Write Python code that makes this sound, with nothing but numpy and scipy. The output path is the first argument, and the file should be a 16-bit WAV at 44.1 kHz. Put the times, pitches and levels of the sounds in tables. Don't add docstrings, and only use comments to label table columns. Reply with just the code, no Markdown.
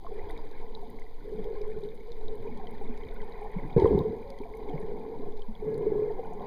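import sys
import numpy as np
from scipy import signal
from scipy.fft import rfft, irfft, next_fast_len
from scipy.io import wavfile

SR = 44100
rng = np.random.default_rng(int(sys.argv[2]) if len(sys.argv) > 2 else 0)


def master_out(mix):
    frames = np.transpose(np.atleast_2d(mix))
    ceiling = np.clip(frames, -1, 1)
    pcm = np.round(ceiling * 32767).astype(np.int16)
    wavfile.write(sys.argv[1], SR, pcm)


def boost(x):
    u = np.asarray(x, float) / 20
    return 10 ** u


N = 284886

# t/s, level/dB
# near-inaudible rumble around 8 Hz
LOW_RUMBLE_LEVEL = [(0, -39.5), (.12, -28.5), (.9, -35), (1.6, -26.5), (1.93, -39.5), (2.25, -24.5),
                    (2.72, -39), (2.9, -26), (3.7, -32), (3.81, -21.5), (4.0, -39), (4.9, -30), (5.11, -40),
                    (5.52, -27), (5.7, -40), (6.03, -32.5), (6.1, -29.5), (6.46, -44)]
FLOW_LEVEL = [(0, -65), (.12, -40.5), (.4, -47), (.85, -47.5), (1.05, -52), (1.22, -56.5), (1.25, -43),
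              (1.48, -36.5), (1.88, -43), (2.05, -50), (2.16, -49.5), (2.32, -39.5), (2.45, -40),
              (2.56, -47), (2.81, -45), (3.6, -46), (4.16, -58.5), (4.42, -56), (4.65, -40), (5.29, -39.5),
              (5.56, -57.5), (5.67, -33), (6.04, -31), (6.33, -44), (6.46, -39)]
RUSH_LEVEL = [(0, -59.5), (.27, -48.5), (.5, -53), (1.0, -54.5), (1.25, -58.5), (1.45, -52), (2.0, -59.5),
              (2.32, -54), (2.75, -50), (3.1, -53), (3.62, -45.5), (4.3, -54), (4.75, -46.5), (5.25, -51),
              (5.42, -56.5), (5.85, -48.5), (6.3, -49), (6.46, -42.5)]
THUD_LEVEL = [(0, -59), (.26, -51), (.5, -57), (.95, -52.5), (1.1, -66.5), (1.22, -58), (1.4, -46.5),
              (1.6, -60), (1.8, -49), (2.1, -62), (2.56, -48.5), (3.05, -54), (3.5, -57), (3.64, -46.5),
              (4.16, -57.5), (4.42, -67), (4.65, -49), (5.29, -48.5), (5.5, -69), (5.67, -43), (5.9, -41),
              (6.2, -50.5), (6.46, -50)]
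FIZZ_LEVEL = [(0, -73.5), (.17, -59.5), (.3, -59), (.6, -60), (.75, -68), (1.2, -65.5), (1.4, -61.5),
              (1.7, -61), (1.97, -66), (2.76, -59.5), (3.6, -56.5), (4.1, -63), (4.5, -66), (4.75, -60.5),
              (5.38, -67.5), (5.63, -63), (6.17, -62), (6.46, -61.5)]

# t/s, f/Hz
SLOSH_PITCH = [(0, 340), (.25, 342), (.8, 228.7), (1.18, 301.5), (1.45, 166.1), (1.9, 170), (2.05, 271),
               (2.5, 214), (3.05, 245), (3.6, 177.6), (3.95, 170), (4.68, 295), (4.8, 149.7), (5.15, 297.6),
               (5.65, 158.5), (5.95, 118.9), (6.25, 190), (6.46, 201.5)]
# t/s, f/Hz, level/dB
AFTERTONE_PATH = [(4.0, 570, -77), (4.12, 567, -65.5), (4.3, 550, -45), (4.42, 540, -58), (4.5, 526, -72)]

# f/Hz, level/dB
# near-inaudible rumble, strongest around 8 Hz
LOW_RUMBLE_COLOUR = [(3, -42), (5, 0), (8, 11.5), (12, -3), (18, -2.5), (30, -13), (60, -35), (120, -42)]
DEEP_COLOUR = [(15, -16), (30, -1), (55, 3), (100, -7), (140, -22), (220, -32)]
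THUD_COLOUR = [(80, -27.5), (130, -5), (170, -2), (300, -3.5), (380, -8.5), (700, -49.5)]
RATTLE_COLOUR = [(500, -9), (700, -2.5), (900, -1.5), (1060, -5.5), (1150, -19), (1300, -46.5),
                 (2000, -21.5)]
FIZZ_LOW_COLOUR = [(900, -15.5), (1300, 0.5), (1700, -2.5), (2100, 8.5), (2400, 7), (3000, -11),
                   (4000, -40)]
FIZZ_HIGH_COLOUR = [(2200, -41.5), (3000, -2.5), (3850, 1), (4400, -6), (4900, -2.5), (5200, -22),
                    (7000, -21.5)]
SPRAY_COLOUR = [(5000, 6.5), (6500, 8), (9000, 14), (11000, 8), (15500, -6.5)]

# f/Hz, width f/Hz, level against the hum/dB
SHELL_RESONANCES = [(1392, 68, -41.5), (1676, 37, -35.5), (2115, 69, -34)]
# f/Hz, width f/Hz
MICROPHONE_NOTCHES = [(632, 86), (2705, 820), (5500, 610), (7850, 2200), (10955, 800)]

# t/s, peak level/dB, f/Hz, drive of the noisy front against the peak/dB
NEAR_SNAPS = [(.2947, -47.5, 3480, -3), (.308, -45, 3730, -3), (.377, -43.5, 3730, -3),
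              (.7505, -35, 3880, -22), (1.4426, -47, 3273, 3), (1.616, -46, 3810, 5),
              (1.8364, -46, 3850, -8), (1.8883, -48, 3720, -3), (2.1186, -46, 3540, 11.5),
              (2.2825, -40, 3770, -17), (2.5735, -52, 3236, 6), (2.6707, -40.5, 3056, -4),
              (2.9755, -53, 3920, 10), (3.035, -44.5, 3094, -9), (3.0864, -49, 3686, -8),
              (3.2176, -48, 3150, 3), (3.3228, -47.5, 3903, -3), (3.7065, -50, 3230, 4),
              (3.7274, -50, 3600, -11), (3.799, -42.5, 3206, 6), (3.9901, -37.5, 3700, -5),
              (4.3033, -46, 3972, 10), (4.3876, -47.5, 3170, 6), (4.696, -45.5, 3160, 1),
              (5.3228, -54, 3500, 4), (5.3734, -52, 3800, 6), (5.3945, -51.5, 3596, -1),
              (5.4201, -41, 3075, -9), (5.5522, -44, 3313, -20), (5.7433, -50, 4193, -2)]
# t/s, 8-10.9 kHz level/dB, 5.6-7.7 kHz level/dB,
# 11-15.6 kHz level/dB
BRIGHT_TICKS = [(.2977, -49, -62, -54), (.3087, -44, -62, -48), (.3755, -55, -47, -66),
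                (.815, -53, -64, -52), (.9016, -46, -70, -49), (.9962, -50, -47, -61),
                (1.4426, -56, -59, -53), (1.8392, -48, -68, -68), (1.9516, -54, -69, -63),
                (2.3545, -48, -68, -54), (2.5748, -48, -50, -68), (2.7093, -51, -70, -51),
                (2.823, -50, -65, -65), (2.9754, -56, -43, -62), (3.1423, -57, -68, -52),
                (3.9898, -52, -69, -44.5), (4.3023, -42.5, -48, -58), (4.3869, -51, -54, -67),
                (4.4199, -54, -70, -60), (4.5516, -49, -61, -63), (4.571, -50, -52, -49.5),
                (4.8015, -50, -67, -70), (5.7423, -54, -56, -57), (5.7786, -46.5, -51, -70),
                (6.3345, -56, -46, -65)]
# t/s, peak level/dB, f/Hz
SMALL_BUBBLES = [(0.045, -44.5, 1030), (.046, -36.5, 677), (.066, -35.5, 1064), (.109, -42, 750),
                 (.1935, -43, 2030), (.3007, -40, 2000), (.3646, -43, 2250), (.389, -41.5, 940),
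                 (.772, -42, 898), (.826, -41, 714), (.9872, -45.5, 2137), (1.0191, -44.5, 2040),
                 (1.6494, -44, 1010), (2.597, -38, 767), (2.638, -38, 705), (2.741, -46, 914),
                 (2.812, -36, 798.5), (3.0126, -46, 2030), (3.2176, -50, 1508), (3.417, -34.5, 803),
                 (3.457, -34, 806), (3.5329, -47, 1860), (3.565, -44, 840), (3.5967, -43, 2030),
                 (3.822, -27, 860), (3.855, -23, 1000), (3.961, -36.5, 850), (4.2283, -46, 2350),
                 (4.4348, -42, 2300), (4.455, -36, 678), (4.5381, -42.5, 2140), (4.778, -41.5, 2178),
                 (4.627, -46, 957), (4.7, -33.5, 725), (5.002, -54, 860), (5.826, -39.5, 697),
                 (6.101, -38, 711), (6.19, -35.5, 742), (6.231, -41, 788), (6.32, -34, 720),
                 (6.405, -34.5, 720)]
# t/s, peak level/dB, f/Hz, decay t/s
LARGE_BUBBLES = [(.22, -41, 75, .1), (2.392, -42, 101, .12), (2.516, -38, 235, 0.11), (2.7, -41.5, 227, .2),
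                 (2.89, -33.5, 238, 0.14), (3.561, -24.5, 178.6, 0.049), (3.645, -31.5, 146, 0.046),
                 (3.762, -11.5, 148, 0.036), (3.836, -15, 80.7, 0.024), (3.94, -29.5, 74.3, 0.049),
                 (4.085, -34.5, 80, 0.047), (4.401, -32.5, 261.7, 0.029), (4.69, -34.5, 285, 0.088),
                 (4.736, -27, 152, 0.081), (5.19, -36, 259, 0.097), (5.481, -34, 216, 0.14),
                 (6.378, -43.5, 234, 0.23)]
# t/s, peak level/dB, f/Hz, decay t/s
POCKET_GULPS = [(1.272, -33.5, 425, 0.13), (1.32, -29.5, 420, 0.17), (1.609, -29, 416, 0.086),
                (1.761, -31, 406, 0.09), (1.828, -29.5, 406, 0.15), (2.08, -35, 458, 0.17),
                (2.47, -30.5, 434, 0.055), (2.811, -33.5, 419.3, 0.11), (3.415, -38, 421, 0.17),
                (3.763, -11.5, 428, 0.025), (3.777, -12, 410, 0.027), (3.795, -18, 385, 0.033),
                (3.819, -16, 361, .036), (3.844, -8.5, 407, .022), (3.858, -9.5, 435, .041),
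                (3.907, -19, 386, 0.051), (3.927, -21.5, 411, 0.041), (3.947, -19, 398, 0.11),
                (3.974, -18, 393, 0.05), (4.048, -25.5, 431, 0.16), (4.08, -28, 418, 0.073),
                (4.129, -26.5, 431, 0.12), (4.162, -40, 427, 0.082), (4.407, -31.5, 404, 0.11),
                (4.757, -27.5, 445, 0.015), (4.916, -32, 465, 0.072), (5.624, -28, 417, 0.072),
                (5.676, -24, 428.3, 0.3), (5.809, -29, 409, 0.11), (5.864, -15.5, 421.5, 0.083),
                (5.918, -19, 409, 0.044), (5.951, -22, 403, .053), (5.989, -23.5, 403, 0.13),
                (6.019, -20, 419.6, 0.11), (6.19, -27, 475, 0.05)]


def rms_one(x):
    return x / np.sqrt(np.mean(x ** 2) + 1e-20)


def in_time(rows):
    s, *columns = np.transpose(rows)
    return [np.interp(np.arange(N) / SR, s, column) for column in columns]


def gain_curve(rows):
    return boost(in_time(rows)[0])


def colour(x, spectrum):
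    size = next_fast_len(N)
    hz, level_db = np.transpose(spectrum)
    bins_hz = np.arange(size // 2 + 1) * SR / size
    curve_db = np.interp(np.log(bins_hz + 1e-3), np.log(hz), level_db, -90, -90)
    return rms_one(irfft(rfft(x, size) * boost(curve_db), size)[:N])


def drift(rate_hz):
    step = 40
    r = np.exp(-2 * np.pi * step * rate_hz / SR)
    noise = rng.standard_normal(N // step + 2002)
    slow = signal.lfilter([1], [1, -2 * r, r * r], noise)[2000:]
    return np.interp(np.arange(N) / step, np.arange(len(slow)), rms_one(slow))


def lumpy(lump_db, rate_hz):
    return rng.standard_normal(N) * boost(lump_db * drift(rate_hz))


def grains(per_s, spread_db):
    size_db = spread_db * np.minimum(rng.exponential(1, N), 5)
    sizes = boost(size_db) * rng.choice([-1, 1], N)
    return sizes * (rng.random(N) < per_s / SR)


def resonance(x, hz, width_hz):
    r, w = np.exp(-np.pi * width_hz / SR), 2 * np.pi * hz / SR
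    stage = [0.99, 0.034, -1.03, 1, -2 * r * np.cos(w), r * r]
    return rms_one(signal.sosfilt([stage] * 2, x + 1e-18))


def wandering(x, hz, width_hz):
    lowpass = signal.butter(2, width_hz / 2, fs=SR, output="sos")
    first, second = signal.sosfilt(lowpass, [x, np.roll(x, N // 2)])
    phase = 2 * np.pi * np.cumsum(hz) / SR
    return rms_one(first * np.cos(phase) + second * np.sin(phase))


def swarm(per_s, spread_db, low_hz, high_hz, cycles):
    clicks, dealt = grains(per_s, spread_db), rng.integers(0, 14, N)
    total = 0
    for k, hz in enumerate(np.geomspace(low_hz, high_hz, 14)):
        total = total + resonance(clicks * (dealt == k), hz, hz / cycles) / np.sqrt(hz)
    return rms_one(total)


def rings(rows, rise_cycles, glide):
    out = np.zeros(N + SR)
    phases = rng.uniform(0, 2 * np.pi, len(rows))
    for (s, peak_db, hz, t60), phase in zip(rows, phases):
        t60 = np.clip(t60, .003, .5)
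        t = np.arange(int(t60 * SR)) / SR
        shape = (1 - np.exp(-t * hz / rise_cycles)) ** 2 * boost(-60 * t / t60)
        tone = np.sin(2 * np.pi * hz * t * (1 + glide * t / t60) + phase)
        at = int(s * SR)
        out[at:at + len(t)] += boost(peak_db) * shape / shape.max() * tone
    return out[:N]


def follow(base_db, per_flow, per_rush):
    flow_db = in_time(FLOW_LEVEL)[0] + 44
    rush_db = in_time(RUSH_LEVEL)[0] + 53
    return boost(base_db + per_flow * flow_db + per_rush * rush_db)


def low_rumble():
    return gain_curve(LOW_RUMBLE_LEVEL) * colour(rng.standard_normal(N), LOW_RUMBLE_COLOUR)


def pocket_hum():
    turbulence = rng.standard_normal(N)
    hum = resonance(turbulence, hz=428, width_hz=78)
    for hz, width_hz, level_db in SHELL_RESONANCES:
        hum += boost(level_db) * resonance(turbulence, hz, width_hz)
    return (gain_curve(FLOW_LEVEL) + burst(peak_db=-28, hold_s=0.19, release_db_per_s=67)) * hum


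def surge():
    hum = pocket_hum()
    wash = lumpy(lump_db=2.5, rate_hz=12)
    gurgle = swarm(per_s=300, spread_db=3, low_hz=520, high_hz=1200, cycles=12)
    churn = rms_one(lumpy(lump_db=1.5, rate_hz=14))
    rattle = colour(churn + boost(-12.5) * gurgle, RATTLE_COLOUR)
    slosh = wandering(wash, in_time(SLOSH_PITCH)[0], width_hz=58)
    thud = colour(wash, THUD_COLOUR) + boost(-2) * slosh
    deep = colour(wash, DEEP_COLOUR)
    gouts = ragged()
    deep_gain = follow(base_db=-54, per_flow=-.1, per_rush=0.24)
    deep_gain += gouts * burst(peak_db=-33, hold_s=0.072, release_db_per_s=72)
    thud_gain = gain_curve(THUD_LEVEL) + gouts * burst(peak_db=-32.5, hold_s=0.13, release_db_per_s=77)
    rattle_gain = gain_curve(RUSH_LEVEL) + gouts * burst(peak_db=-36, hold_s=0.078, release_db_per_s=76)
    return hum + deep_gain * deep + thud_gain * thud + rattle_gain * rattle


def fizz():
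    far = rms_one(grains(per_s=1500, spread_db=3.5)) + .7 * lumpy(lump_db=2.5, rate_hz=11)
    far += boost(-7) * swarm(per_s=400, spread_db=3.5, low_hz=1482, high_hz=5325, cycles=15)
    low_gain = gain_curve(FIZZ_LEVEL) + burst(peak_db=-53, hold_s=0.09, release_db_per_s=190)
    fade = boost(-0.62 * np.arange(N) / SR)
    high_gain = follow(base_db=-68.5, per_flow=.05, per_rush=.15) * fade
    high_gain += burst(peak_db=-60, hold_s=0.055, release_db_per_s=81)
    spray = colour(lumpy(lump_db=3.0, rate_hz=40), SPRAY_COLOUR)
    spray *= burst(peak_db=-68.5, hold_s=0.1, release_db_per_s=99)
    return low_gain * colour(far, FIZZ_LOW_COLOUR) + high_gain * colour(far, FIZZ_HIGH_COLOUR) + spray


def far_snaps(count):
    when, size, pitch, front = rng.random((count, 4)).T
    s = when * (N - 1) / SR
    peak_db = -55 + 0.5 * np.log(1 - .95 * size)
    hz = 3030 + pitch * (4300 - 3030)
    return np.transpose([s, peak_db, hz, -7.0 + 8.0 * front])


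def cracks(s, drive_db, edges_hz, far):
    clicks = far * boost(4.0 * rng.standard_normal(N))
    clicks[(s * SR).astype(int)] += boost(drive_db)
    puff = np.exp(-np.arange(300) / SR / .0014)
    band = signal.butter(3, edges_hz, "band", fs=SR, output="sos")
    return signal.sosfilt(band, np.convolve(clicks, puff)[:N] * rng.standard_normal(N))


def shrimp():
    s, peak_db, hz, front_db = np.vstack([NEAR_SNAPS, far_snaps(count=26)]).T
    far = np.abs(grains(per_s=55, spread_db=1.5))
    far *= boost(-0.36 * np.arange(N) / SR)
    decay_s = 48 / hz
    snaps = rings(np.transpose([s, peak_db, hz, decay_s]), rise_cycles=0.47, glide=0.031)
    snaps += cracks(s, peak_db + front_db, (1800, 5300), boost(-62) * far)
    s, mid_db, lower_db, upper_db = np.transpose(BRIGHT_TICKS)
    ticks = cracks(s, mid_db, (8000, 10900), boost(-65) * far)
    ticks += cracks(s, lower_db, (5600, 7700), boost(-68) * far)
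    ticks += cracks(s, upper_db, (11000, 15600), boost(-73) * far)
    return snaps + ticks


def small_bubbles():
    rows = [(s, peak_db, hz, 48 / hz) for s, peak_db, hz in SMALL_BUBBLES]
    return rings(rows, rise_cycles=0.6, glide=0.02)


def gulps_and_glugs():
    glugs = rings(LARGE_BUBBLES, rise_cycles=1.0, glide=0.024)
    return glugs + rings(POCKET_GULPS, rise_cycles=0.91, glide=0.067)


def burst(peak_db, hold_s, release_db_per_s):
    start_s, attack_s = 3.762, 0.0087
    t = np.arange(N) / SR - start_s
    falling_s = np.maximum(t - attack_s - hold_s, 0)
    return np.clip(t / attack_s, 0, 1) * boost(peak_db - release_db_per_s * falling_s)


def ragged():
    return boost(3.0 * drift(rate_hz=30))


def aftertone():
    hz, level_db = in_time(AFTERTONE_PATH)
    return boost(level_db) * wandering(rng.standard_normal(N), hz, width_hz=29)


def scene():
    water = low_rumble() + surge() + fizz()
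    creatures_and_bubbles = shrimp() + small_bubbles() + gulps_and_glugs()
    return (water + creatures_and_bubbles + aftertone())[None]


def band_limit(x):
    return signal.sosfilt(signal.butter(12, 15690, fs=SR, output="sos"), x)


def record(dry):
    mix = dry + boost(-73.5) * rng.standard_normal(dry.shape)
    for hz, width_hz in MICROPHONE_NOTCHES:
        mix = signal.lfilter(*signal.iirnotch(hz, hz / width_hz, SR), mix)
    lowpass = signal.ellip(8, .5, 40, 15300, fs=SR, output="sos")
    mix = signal.sosfilt(lowpass, mix)
    return band_limit(mix)


dry = scene()
out = record(dry)
master_out(out)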